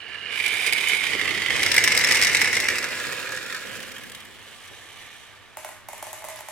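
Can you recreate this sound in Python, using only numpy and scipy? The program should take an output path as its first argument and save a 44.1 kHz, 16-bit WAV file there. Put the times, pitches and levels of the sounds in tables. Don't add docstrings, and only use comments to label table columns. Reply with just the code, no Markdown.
import sys
import numpy as np
from scipy import signal
from scipy.fft import rfft, irfft, next_fast_len
from scipy.io import wavfile
from scipy.ndimage import uniform_filter1d

SR = 44100
rng = np.random.default_rng(int(sys.argv[2]) if len(sys.argv) > 2 else 0)


def pcm_store(signal):
    levels = np.round(np.clip(np.atleast_2d(signal), -1, 1) * 32767)
    wavfile.write(sys.argv[1], SR, levels.astype(np.int16).T)


N = 287091

# [dB per Hz, relative]
START_RAMP = [(410, -51), (700, -17), (788, -33), (852, -21.5), (1500, -15), (1690, -2.5), (1890, -12),
              (2190, -14), (2590, -16), (2920, -2.5), (3370, -20.5), (4490, -12.5), (5840, -20),
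              (10300, -25.5), (16000, -59)]
# [dB per Hz, relative]
UPPER_CURVE = [(410, -45), (700, -21), (1210, -19.5), (1330, -21.5), (1440, -15), (1920, -11), (2300, 0),
               (2630, -10.5), (3370, -13.5), (3690, -10), (4380, -21), (4730, -18), (6650, -23),
               (9730, -20.5), (16000, -41)]
# [dB per Hz, relative]
WOOD_RAIL = [(410, -49), (700, -23), (765, -12), (986, -13.5), (1080, -6.5), (1580, -7), (2010, 7),
             (2360, 1.5), (2580, -4), (3090, 0.5), (4080, -14), (4400, -10), (5890, -18.5), (9190, -21.5),
             (14500, -36)]
# [dB per Hz, relative]
NEAR_CURVE = [(410, -50.5), (700, -15.5), (863, -11.5), (1360, -9.5), (1770, 1), (2130, 4.5), (3320, -12),
              (3840, -11.5), (4320, -18), (5260, -13), (6740, -20.5), (8530, -19.5), (9480, -24),
              (12500, -29.5), (16000, -43)]
# [dB per Hz, relative]
LOWER_CURVE = [(410, -61.5), (700, -29.5), (998, -12.5), (1130, -16.5), (1240, -10.5), (1660, -7),
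               (2080, -11.5), (2460, -8), (3090, -15), (3930, -11.5), (4460, -11), (5200, -11.5),
               (6400, -16), (8620, -15.5), (10000, -20), (11800, -19), (14500, -27)]
# [dB per Hz, relative]
BACK_CURVE = [(410, -32), (700, -20), (1100, -5), (1680, -3.5), (2300, -0.5), (2700, -3.5), (3050, 1),
              (4000, -10), (6000, -17.5), (8500, -16.5), (10000, -18), (12000, -18), (14500, -26)]
# [dB per Hz, relative]
FAR_RAIL = [(410, -48), (700, -8.5), (1070, -13.5), (1170, 0.5), (1360, -24), (1730, -7), (2060, -4.5),
            (2270, -1), (2680, -7), (3030, -4), (3800, -7), (4530, -16), (5970, -20), (7500, -17),
            (11600, -21.5), (14000, -36)]
# [left minus right, dB]
ROUTE = [(0, START_RAMP, 463, 8.5, 2855, 5.1, -49, -48.5, 5, -6),
         (0.329, UPPER_CURVE, 453, 7.2, 2380, 2.9, -40, -49, 15.4, -6),
         (1.08, WOOD_RAIL, 387.5, 5.5, 2080, 0.9, -38.5, -41, 28, -4),
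         (1.581, NEAR_CURVE, 485, 6.3, 1770, 1.6, -38.5, -42, 33, -3),
         (2.82, LOWER_CURVE, 524, 10, 1660, 7, -37.5, -40.5, 24, -4.5),
         (3.85, BACK_CURVE, 227, 12, 1650, 2.4, -34, -38.5, 25, -1),
         (4.421, FAR_RAIL, 544, 3.2, 1770, 8.4, -33.5, -48, 7.7, -2)]
# piece, freq_hz [Hz], width_hz [Hz], height_db [dB]
SHELL = [(START_RAMP, 2160, 90, 3.6), (START_RAMP, 2420, 150, 5.5), (UPPER_CURVE, 2120, 70, 2.7),
         (UPPER_CURVE, 3010, 100, 7.9), (UPPER_CURVE, 4830, 140, 3.7), (WOOD_RAIL, 2260, 130, -4),
         (WOOD_RAIL, 2500, 99, 3.6), (WOOD_RAIL, 3760, 140, 4.3), (NEAR_CURVE, 2930, 150, 2.6),
         (NEAR_CURVE, 3880, 140, 3.2), (NEAR_CURVE, 4500, 180, 2.4), (NEAR_CURVE, 5400, 110, 3.04),
         (NEAR_CURVE, 8350, 140, 6.2), (LOWER_CURVE, 1410, 100, 3), (LOWER_CURVE, 2270, 100, 3.4),
         (LOWER_CURVE, 2450, 130, 3), (LOWER_CURVE, 3700, 98, 6.2), (LOWER_CURVE, 7180, 340, 6.2),
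         (LOWER_CURVE, 1690, 62, 2.2), (BACK_CURVE, 8600, 440, 3.7), (FAR_RAIL, 1760, 56, 1.8),
         (FAR_RAIL, 2940, 150, 5.1), (FAR_RAIL, 5970, 380, 7.6), (FAR_RAIL, 12000, 410, 4)]
# [dB per Hz, relative]
TOWER = [(25, -23), (50, -12), (90, 2.5), (160, -2.5), (250, -2.5), (400, -1.5), (580, -5), (720, -9),
         (1000, -18.5), (1600, -60)]
# [dB per Hz, relative]
GLASS = [(5000, -48), (8000, -8), (10000, 5), (12500, 8), (16000, -1)]
# [left minus right, dB]
PORTS_FAR = [(130, 5), (500, -2.5), (1200, -1.5), (2200, -3.5), (3500, -4.5), (5000, 4.5), (7000, 5.5),
             (10000, 2.5), (15000, -1.5)]
# freq_hz [Hz], difference_db [dB]
PORTS_NEAR = [(1200, 0), (1800, 2), (2800, -3.5), (3500, -5), (3900, 7), (4400, 4), (5300, 10.5), (6800, 9),
              (8400, 0.5), (11000, 3.5)]


def track(split_hz, ring_width_hz, boom_width_ratio, bass_hz, glass_db):
    share = shares(handover_s=0.0328, stringing_ratio=0.13)
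    *drive, glass = forces(share, ring_db=-6.0, chatter_db=-5.5, push_db=6.0, clack_ring_db=-5.0,
                           click_db=-3.0, thud_db=-24.5, last_s=5.46, leave_db=-4.0)
    hz = np.fft.rfftfreq(4096, 1 / SR)
    low = 1 / (1 + (hz / split_hz) ** 12)
    out = amp(glass_db) * filtered(glass, coloured(GLASS))
    walls = wall_rings(clack_db=-1.5, rattle_db=0, rattle_scatter_db=3, detune=0.084, t60_s=0.028, count=800)
    out += walls * spread(np.array([-2.5]))
    for row, on_piece in zip(ROUTE, share):
        _, piece, boom_hz, boom_db, ring_hz, ring_db, *_ = row
        closest = piece == NEAR_CURVE
        on = np.flatnonzero(on_piece)
        bass = 1 if closest or piece == WOOD_RAIL else hz ** 2 / np.hypot(hz ** 2, bass_hz ** 2)
        boom = boom_db * bump(hz, boom_hz, boom_width_ratio * boom_hz)
        rumble = unit(bass * amp(along(TOWER, hz) + boom))[None]
        shell_db = sum(db * bump(hz, f, width) for part, f, width, db in SHELL if part == piece)
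        body = amp(along(piece, hz) + shell_db + ring_db * bump(hz, ring_hz, ring_width_hz))
        near = closest or piece == LOWER_CURVE
        sides = spread(along(PORTS_NEAR if near else PORTS_FAR, hz))
        ring = unit(body * np.sqrt(low)) * sides
        click = unit(body * np.sqrt(1 - low)) * sides
        for force, colour in zip(drive, (rumble, ring, click)):
            impulse = irfft(causal(colour))
            add(out, on[0] / SR, signal.fftconvolve(force[:, on] * on_piece[on], impulse, axes=1))
    return out * spread(on_route([row[-1] for row in ROUTE], share))


def shares(handover_s, stringing_ratio):
    t = np.arange(N) / SR
    arrived = [np.clip((t - s) / (handover_s + stringing_ratio * s) + .5, 0, 1) for s, *_ in ROUTE[1:]]
    return np.sqrt(np.abs(np.diff([np.ones(N), *arrived, np.zeros(N)], axis=0)))


def on_route(values, share):
    return np.transpose(values) @ share ** 2


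# time_s [s], level_db [dB]
ROLL = [(0.0, -39), (0.2, -35.5), (0.47, -26), (0.68, -24.5), (0.72, -30), (0.77, -26.5), (0.92, -24.5),
        (1.0, -28.5), (1.16, -29), (1.53, -28), (1.88, -23.5), (2.15, -21.5), (2.66, -27), (2.84, -32),
        (3.05, -31.5), (3.69, -38), (4.31, -49.5), (4.62, -46.5), (5.05, -44.5), (5.43, -51.5),
        (5.55, -53.5), (5.83, -56.5), (6.0, -50)]
ROLL_REF_DB = -30
GRIT_LAW, RUMBLE_LAW = 1.12, 0.81


def forces(share, ring_db, chatter_db, push_db, clack_ring_db, click_db, thud_db, last_s, leave_db):
    roll, = curves(ROLL)
    piece_grit, piece_rumble, knock_rate = on_route([row[-4:-1] for row in ROUTE], share)
    on_rails = np.clip((last_s - np.arange(N) / SR) / 0.25, 0, 1)
    grit = piece_grit + GRIT_LAW * (roll - ROLL_REF_DB) + leave_db * (1 - on_rails)
    rumble = piece_rumble + RUMBLE_LAW * (roll - ROLL_REF_DB)
    rolling = contacts(rate_per_s=980, scatter_db=4.0, life_s=0.0084)
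    gritty = contacts(rate_per_s=400, scatter_db=-0.5, life_s=0.0026)
    lumps = contacts(rate_per_s=450, scatter_db=3.0, life_s=0.008)
    pushes, clicks, knocks, glass = clacks(
        roll, grit, knock_rate, t60_click_s=0.018, t60_ring_s=0.029, t60_glass_s=.013,
        rise_s=.0009, rebound_s=0.0044, rebound_db=-5.0, count=300)
    deep_power = (amp(rumble) * lumps * on_rails) ** 2 + knocks * amp(thud_db) ** 2
    soft_power = (amp(roll + ring_db) * rolling) ** 2 + knocks * amp(clack_ring_db) ** 2
    hard_power = amp(grit) ** 2 * rolling * gritty + clicks * amp(click_db) ** 2
    deep = ports() * np.sqrt(deep_power)
    glass = ports() * np.sqrt(glass)
    soft = wandering(ports(), depth_db=3.0) * np.sqrt(soft_power)
    hard = wandering(ports(), depth_db=1.9) * np.sqrt(hard_power)
    chatter = amp(roll + chatter_db) * taps(rate_per_s=420, scatter_db=1.0)
    return deep, soft + chatter + pushes * amp(push_db), hard, glass


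def contacts(rate_per_s, scatter_db, life_s):
    sizes = amp(scatter_db * np.clip(rng.standard_normal(N), -2, 2))
    hits = (rng.random(N) < rate_per_s / SR) * sizes ** 2
    return unit(np.sqrt(signal.lfilter([1], [1, -np.exp(-1 / (life_s * SR))], hits)))


def taps(rate_per_s, scatter_db):
    hit = rng.random(N) < rate_per_s / SR
    sizes = amp(scatter_db * np.clip(rng.standard_normal(N), -2, 1.5))
    return unit(hit * rng.choice([-1, 1], N) * sizes)


def wandering(x, depth_db):
    z = signal.stft(x, nperseg=1024)[2]
    field = uniform_filter1d(rng.standard_normal(z.shape[1:]), size=3, axis=0)
    field = uniform_filter1d(field, size=7, axis=1)
    gain = unit(amp(depth_db * np.clip(unit(field), -2, 2)))
    return signal.istft(z * gain, nperseg=1024)[1][:, :N]


# time_s [s], click_db [dB, relative],
# ring_db [dB re click], glass_db [dB re click]
CLACKS = [(0.144, -42, 14, -25), (0.252, -43, 5, -25), (0.325, -35.5, 8, -14), (0.375, -32, 12, -22),
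          (0.4006, -27, 10.5, -15), (0.441, -27, 5, -18), (0.4613, -19, 4, -7), (0.479, -23, 5, -14),
          (0.538, -26, 9, -18), (0.551, -32, 3, -18), (0.594, -32, 9, -20), (0.6485, -27, 10, -18),
          (0.663, -16.5, 2.5, -20), (0.670, -17.5, 3.5, -23), (0.676, -26, 7, -20), (0.694, -29, 10.5, -22),
          (0.725, -15.5, 2.5, -10), (0.7318, -16.5, 2.5, -8), (0.761, -28, 8, -20), (0.78, -21.5, 6.5, -18),
          (0.808, -22, 2, -12), (0.827, -30, 5, -13), (0.8386, -29.5, 12.5, -18), (0.872, -23, 5, -16),
          (0.8848, -16, -17, -20), (0.897, -24.5, 9, -25), (0.933, -23, 7, -22), (0.948, -22, 5.5, -25),
          (0.967, -24, 3, -14), (1.038, -25.5, 8, -22), (1.0668, -24, 6, -20), (1.1324, -26, 10, -25),
          (1.148, -28.5, 7.5, -20), (1.1943, -24, 6.5, -20), (1.213, -21.5, 6.5, -18), (1.254, -24, 4, -22),
          (1.2765, -25, 7.5, -20), (1.290, -25, 4, -8), (1.308, -23, 5.5, -20), (1.348, -23.5, 5.5, -22),
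          (1.3759, -23.5, 7, -20), (1.4188, -21.5, 4, -16), (1.436, -33, 8, -22), (1.4612, -23.5, 6, -18),
          (1.5041, -24.5, 8.5, -20), (1.546, -35, 15, -22), (1.562, -21.5, 4.5, -18),
          (1.5934, -24.5, 7, -20), (1.6304, -13.5, 0, -9), (1.6622, -14.5, 1.5, -22), (1.716, -10, -2, -12),
          (1.7417, -15.5, 3, -2), (1.7493, -18, 2, -10), (1.764, -10.5, -1.5, -4.5), (1.7792, -8, 2.5, -20),
          (1.7885, -19, 3, -12), (1.8388, -9, -5, -10), (1.845, -13.5, 3.5, -5), (1.8757, -9.5, 2.5, -18),
          (1.891, -23, 0, -16), (1.9199, -11, 2, -22), (1.9493, -15, -0.5, -13), (1.9655, -16, 1.5, -12),
          (1.9749, -8.5, -5.5, -11), (1.99, -15, -10, -7), (2.011, -15.5, 0.5, -22), (2.023, -24, 2, -22),
          (2.0384, -15, 2.5, -20), (2.0453, -11.5, 1, -16), (2.0717, -15, 1, -24), (2.0877, -14, 0, -22),
          (2.110, -10.5, 0, -23), (2.121, -10, -6, -26), (2.1466, -11.5, -0.5, -24), (2.154, -11, -5, -25),
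          (2.17, -12.5, -3, -24), (2.2134, -11, -3, -20), (2.2236, -9.5, 0.5, -20), (2.234, -12, -5, -18),
          (2.247, -10.5, -2, -18), (2.2697, -9.5, -1.5, -20), (2.295, -19, 0, -22), (2.3304, -18, -12, -13),
          (2.3475, -9.5, 2, -27), (2.3683, -12, -6, -25), (2.410, -19, -3, -14), (2.415, -9.5, 1.5, -13),
          (2.4447, -16, 1.5, -20), (2.456, -19, 3, -22), (2.474, -19, 5.5, -22), (2.529, -16.5, 3, -21),
          (2.542, -18.5, -5, -20), (2.552, -15, -4, -20), (2.567, -14.5, 4.5, -18), (2.601, -12.5, -4, -12),
          (2.6225, -23, -6, -22), (2.641, -20.5, -4, -20), (2.6849, -14.5, 1.5, -25),
          (2.701, -22.5, 1, -22), (2.735, -31, 5, -22), (2.7555, -24.5, 5, -22), (2.783, -18.5, 0, -19),
          (2.827, -26, 3, -21), (2.8414, -21, 1.5, -22), (2.9267, -35, 14, -22), (2.9723, -35, 9, -28),
          (2.999, -27, 2, -20), (3.0393, -36, 9, -25), (3.049, -37, 9, -22), (3.068, -26.5, 5.5, -18),
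          (3.1239, -25, 2, -25.5), (3.199, -30.5, 3, -20), (3.214, -37, 4, -22), (3.227, -31, 4, -20),
          (3.271, -31, 5, -22), (3.29, -28, 1, -22), (3.3207, -26, 1, -22), (3.348, -31.5, 5, -20),
          (3.363, -30, -2, -14), (3.3736, -27.5, 1, -14), (3.427, -31, 1, -18), (3.4619, -32, 3.5, -18),
          (3.4984, -30, 5, -18), (3.5247, -27, 2.5, -12), (3.5462, -25.5, 3.5, -18), (3.564, -29, 0, -16),
          (3.654, -42, 3, -12), (3.753, -33, -3, -14), (3.768, -34, -1, -12), (3.802, -35, -2, -14),
          (3.829, -32.5, -4, -14), (3.878, -40, 0, -16), (3.89, -41, -4, -16), (3.9178, -35, -7, -12),
          (3.964, -37, 5, -16), (3.9818, -37, 0, -10), (4.035, -37, 1, -14), (4.0972, -35, -2, -10),
          (4.118, -32.5, -4, -15), (4.1485, -30.5, -2, -17), (4.2034, -37.5, 0, -16), (4.251, -41.5, -2, 0)]
JOSTLE_CLICK_DB, JOSTLE_RING_DB, JOSTLE_GLASS_DB, JOSTLE_SIZE_DB = -0.5, 1.5, -0.5, 2


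def clacks(roll_db, grit_db, rate_per_s, t60_click_s, t60_ring_s, t60_glass_s, rise_s,
           rebound_s, rebound_db, count):
    passed = np.cumsum(rate_per_s) / SR
    turns = np.arange(count) + rng.random(count)
    sizes = rng.uniform(-1.1, 1, count)
    events = [(s, db + np.array([0, ring_db, glass_db])) for s, db, ring_db, glass_db in CLACKS]
    for i, size in zip(np.searchsorted(passed, turns[turns < passed[-1]]), sizes):
        levels = [grit_db[i] + JOSTLE_CLICK_DB, roll_db[i] + JOSTLE_RING_DB, grit_db[i] + JOSTLE_GLASS_DB]
        events.append((i / SR, np.array(levels) + JOSTLE_SIZE_DB * size))
    blows, rebounds = np.zeros((2, 3, N))
    for (s, levels), chance in zip(events, rng.random(len(events))):
        add(blows, s, amp(levels)[:, None])
        add(rebounds, s + rebound_s * (.5 + chance), amp(levels + rebound_db)[:, None])
    fades = amp(-60 / (SR * np.array([t60_click_s, t60_ring_s, t60_glass_s]))) ** 2
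    lag = np.exp(-1 / (rise_s * SR))
    powers = signal.lfilter([1 - lag], [1, -lag], blows ** 2 + rebounds ** 2)
    decaying = [signal.lfilter([1], [1, -fade], power) for fade, power in zip(fades, powers)]
    return blows[1], *decaying


# time_s [s], pitch_hz [Hz]
WALL_PITCH = [(0.9, 2294), (1.5, 2132), (2.55, 2072), (3.1, 1730)]


def wall_rings(clack_db, rattle_db, rattle_scatter_db, detune, t60_s, count):
    roll, = curves(ROLL)
    pitch, = curves(WALL_PITCH)
    t, out = np.arange(SR // 12) / SR, np.zeros(N)
    blows = [(s, db + ring_db + clack_db) for s, db, ring_db, _ in CLACKS]
    for i, size in zip(rng.integers(0, N, count), rng.uniform(-0.95, 1, count)):
        blows.append((i / SR, roll[i] + rattle_db + rattle_scatter_db * size))
    decay = amp(-60 * t / t60_s) * (1 - np.exp(-t / 0.00095))
    for (s, db), spot in zip(blows, rng.uniform(-1.005, 1, len(blows))):
        hz = pitch[int(s * SR)] * np.exp(detune * spot)
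        add(out, s, amp(db) * decay * np.sin(2 * np.pi * hz * t))
    return out


# time_s [s], click_db [dB, relative],
# knock_db [dB re click], hum_db [dB re click]
DROPS = [(5.5706, -26.5, -5, -15), (5.647, -28, -2, -6), (5.6894, -34, -2, -11), (5.8864, -27, -5.5, -6),
         (5.9314, -31, -4, 3), (5.979, -35, -8, -8), (6.0262, -25.5, -6, 0), (6.0674, -32.5, -2.5, 0),
         (6.13, -26, -9.5, 1.5), (6.222, -39, -1, 24), (6.2417, -29, -3, 7), (6.249, -32, -8, 0),
         (6.2854, -28, -11, -7), (6.299, -36, -19, -5), (6.3589, -34.5, -13, -5), (6.3895, -35, -4.5, -5),
         (6.4058, -31, -7, -10), (6.4857, -27, -7.5, -8)]
# freq_hz [Hz], level_db [dB, relative], t60_s [s]
CUP = [(630, -9, 0.19), (680, 2.5, 0.01), (760, -20, 0.069), (864, -8.5, 0.12), (855, 4, 0.013),
       (1035, -15, 0.083), (1370, -0.5, 0.0059), (1910, -1, 0.0089), (2150, -28, 0.07)]
# [dB per Hz, relative]
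CUP_CLICK = [(450, -49), (620, -19), (1000, 9.5), (1400, -2.5), (1950, 7.5), (2400, 2.5), (3200, -2),
             (5000, -3.5), (7000, 2.5), (12000, 4.5), (16000, -17)]
SWIRL_DB, SWIRL_RISE_S, SWIRL_HOLD_S, SWIRL_FADE_DB_PER_S = -24, 0.008, 0.074, 172


def cup(click_db, knock_db, hum_db, t60_click_s, cut_hz, lean_db):
    t = np.arange(SR // 2) / SR
    fade_db = SWIRL_FADE_DB_PER_S * np.maximum(t - SWIRL_HOLD_S, 0)
    circling = np.clip(t / SWIRL_RISE_S, 0, 1) * amp(SWIRL_DB - fade_db)
    knocks, force, swirl, hum = np.zeros((4, N))
    for s, db, hollow_db, linger_db in DROPS:
        ring = np.zeros(len(t))
        for (hz, level, t60), size in zip(CUP, rng.standard_normal(len(CUP))):
            ring += amp(level + size - 60 * t / t60) * np.sin(2 * np.pi * hz * t)
        add(knocks, s, amp(db + hollow_db + knock_db) * ring)
        add(force, s, amp(db + click_db - 60 * t / t60_click_s))
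        add(swirl, s, (amp(db) * circling) ** 2)
        add(hum, s, (amp(db + linger_db) * circling) ** 2)
    force += np.sqrt(swirl) * contacts(rate_per_s=500, scatter_db=2.5, life_s=.002)
    clicks = filtered(ports() * force, coloured(CUP_CLICK))
    knocks += amp(hum_db) * np.sqrt(hum) * humming(waver_rad_per_root_s=10.96)
    highpass = signal.butter(14, cut_hz, "highpass", fs=SR, output="sos")
    knocks = signal.sosfilt(highpass, knocks)
    return clicks, knocks * spread(np.array([lean_db]))


def humming(waver_rad_per_root_s):
    t = np.arange(N) / SR
    steps = rng.standard_normal((len(CUP), N))
    drift = np.cumsum(steps, axis=1) * waver_rad_per_root_s / np.sqrt(SR)
    out = np.zeros(N)
    for (hz, db, t60), phase in zip(CUP, drift):
        out += amp(db) * t60 ** 2 * np.sin(2 * np.pi * hz * t + phase)
    return unit(out)


def landing_ticks(db, t60_s, edge_hz):
    force, t = np.zeros(N), np.arange(SR // 10) / SR
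    for s, click_db, *_ in DROPS:
        add(force, s, amp(click_db + db - 60 * t / t60_s))
    bright = 1 / (1 + (edge_hz / (grid() + 1)) ** 4)
    return filtered(ports() * force, causal(unit(bright)))


def skid(db, start_s, length_s, centre_hz, width_hz):
    swell = np.sin(np.pi * np.clip((np.arange(N) / SR - start_s) / length_s, 0, 1))
    grain = contacts(rate_per_s=400, scatter_db=2.5, life_s=.002)
    return amp(db) * swell * grain * unit(filtered(ports(), bump(grid(), centre_hz, width_hz)))


THUMP_S = 4.712
# [dB per Hz, relative]
THUMP = [(100, -16), (270, -3.5), (400, 1), (750, -7), (1200, -18), (2500, -40)]


def thump(db, t60_s, landing_db, landing_t60_s):
    force, t = np.zeros(N), np.arange(SR // 2) / SR
    add(force, THUMP_S, amp(db - 60 * t / t60_s))
    for s, click_db, hollow_db, _ in DROPS:
        add(force, s, amp(click_db + hollow_db + landing_db - 60 * t / landing_t60_s))
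    return filtered(ports() * force, coloured(THUMP))


# freq_hz [Hz], t60_s [s]
ROOM = [(150, 0.63), (700, 0.39), (2500, 0.53), (8000, 0.22), (15000, 0.087)]


def room(x, gap_s, count):
    size = SR // 3
    noise = ports()[:, :count * size].reshape(2, count, size).swapaxes(0, 1)
    hz, t, z = signal.stft(noise, SR, nperseg=256)
    tails = signal.istft(z * amp(-60 * t / along(ROOM, hz)[:, None]), SR, nperseg=256)[1]
    tails = tails * np.clip(np.arange(tails.shape[-1]) / (gap_s * SR) - .5, 0, 1)
    out, place = np.zeros((2, N)), np.linspace(0, count - 1, N)
    for k, tail in enumerate(tails):
        on = np.flatnonzero(np.abs(place - k) < 1)
        part = x[:, on] * np.cos(np.pi / 2 * (place[on] - k))
        add(out, on[0] / SR, signal.fftconvolve(part, tail / np.linalg.norm(tail[0]), axes=1))
    return out


# [dB per Hz, relative]
ROOM_TONE = [(20, -10), (60, -9.5), (98, 4.5), (150, -7), (400, -8.5), (1500, -7), (6000, -22.5),
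             (16000, -37)]


def room_tone(level_db):
    return amp(level_db) * unit(filtered(ports(), amp(along(ROOM_TONE, grid()))))


# freq_hz [Hz], correlation [-1 to 1]
ALIKE = [(60, .2), (130, -.6), (300, -.1), (640, .5), (1400, .92), (2300, .76), (3300, .42), (7000, .2),
         (15000, .1)]


def ports():
    turn = np.arccos(np.clip(along(ALIKE, grid()), -1, 1)) / 2
    mid, side = filtered(rng.standard_normal((2, N)), np.array([np.cos(turn), np.sin(turn)]))
    return np.array([mid + side, mid - side])


def spread(db):
    return amp(np.array([db, -db]) / 2)


def amp(db):
    return 10 ** (np.asarray(db) / 20)


def unit(x):
    return x / np.sqrt(np.mean(x ** 2) + 1e-20)


def along(points, hz):
    f, v = np.transpose(points)
    return np.interp(np.log(hz + 1), np.log(f + 1), v)


def curves(rows):
    s, *cols = np.transpose(rows)
    return [np.interp(np.arange(N) / SR, s, c) for c in cols]


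def bump(hz, centre_hz, width_hz):
    return 1 / (1 + (2 * (hz - centre_hz) / width_hz) ** 2)


def grid():
    return np.fft.rfftfreq(2 * next_fast_len(N // 2 + SR // 8, real=True), 1 / SR)


def filtered(x, response):
    m = 2 * (response.shape[-1] - 1)
    return irfft(rfft(x, m) * response, m)[..., :N]


def causal(gain):
    c = irfft(np.log(np.maximum(gain, 1e-6)))
    half = c.shape[-1] // 2
    c[..., 1:half] *= 2
    c[..., half + 1:] = 0
    return np.exp(rfft(c))


def coloured(points):
    return causal(unit(amp(along(points, grid()))))


def add(mix, s, sound):
    i = max(round(s * SR), 0)
    part = mix[..., i:i + sound.shape[-1]]
    part += sound[..., :part.shape[-1]]


def scene():
    run = track(split_hz=3980, ring_width_hz=61, boom_width_ratio=0.23, bass_hz=99, glass_db=-3.0)
    run += thump(db=-44.5, t60_s=0.12, landing_db=-23.5, landing_t60_s=0.3)
    clicks, knocks = cup(click_db=-6.0, knock_db=-1.0, hum_db=-4, t60_click_s=0.027, cut_hz=570, lean_db=-4)
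    ticks = landing_ticks(db=-6.5, t60_s=.016, edge_hz=8700)
    scuff = skid(db=-48, start_s=6.355, length_s=0.05, centre_hz=4600, width_hz=3000)
    run_echo = amp(-12.5) * room(run, gap_s=0.0061, count=16)
    cup_echo = room(amp(-0.5) * clicks + amp(-8.5) * knocks, gap_s=0.008, count=16)
    return run + run_echo + clicks + knocks + ticks + scuff + cup_echo + room_tone(level_db=-51.5)


TOP_HZ = 16000


def record(dry):
    hz = grid()
    delay_s = np.array([[0], [.000025]])
    heard = filtered(dry, np.exp(-2j * np.pi * hz * delay_s))
    rounded = heard / (1 + (np.abs(heard) / .75) ** 6) ** (1 / 6)
    return filtered(rounded, amp(-120 * np.clip((hz - TOP_HZ) / 1200, 0, 1)))


dry = scene()
out = record(dry)
pcm_store(out)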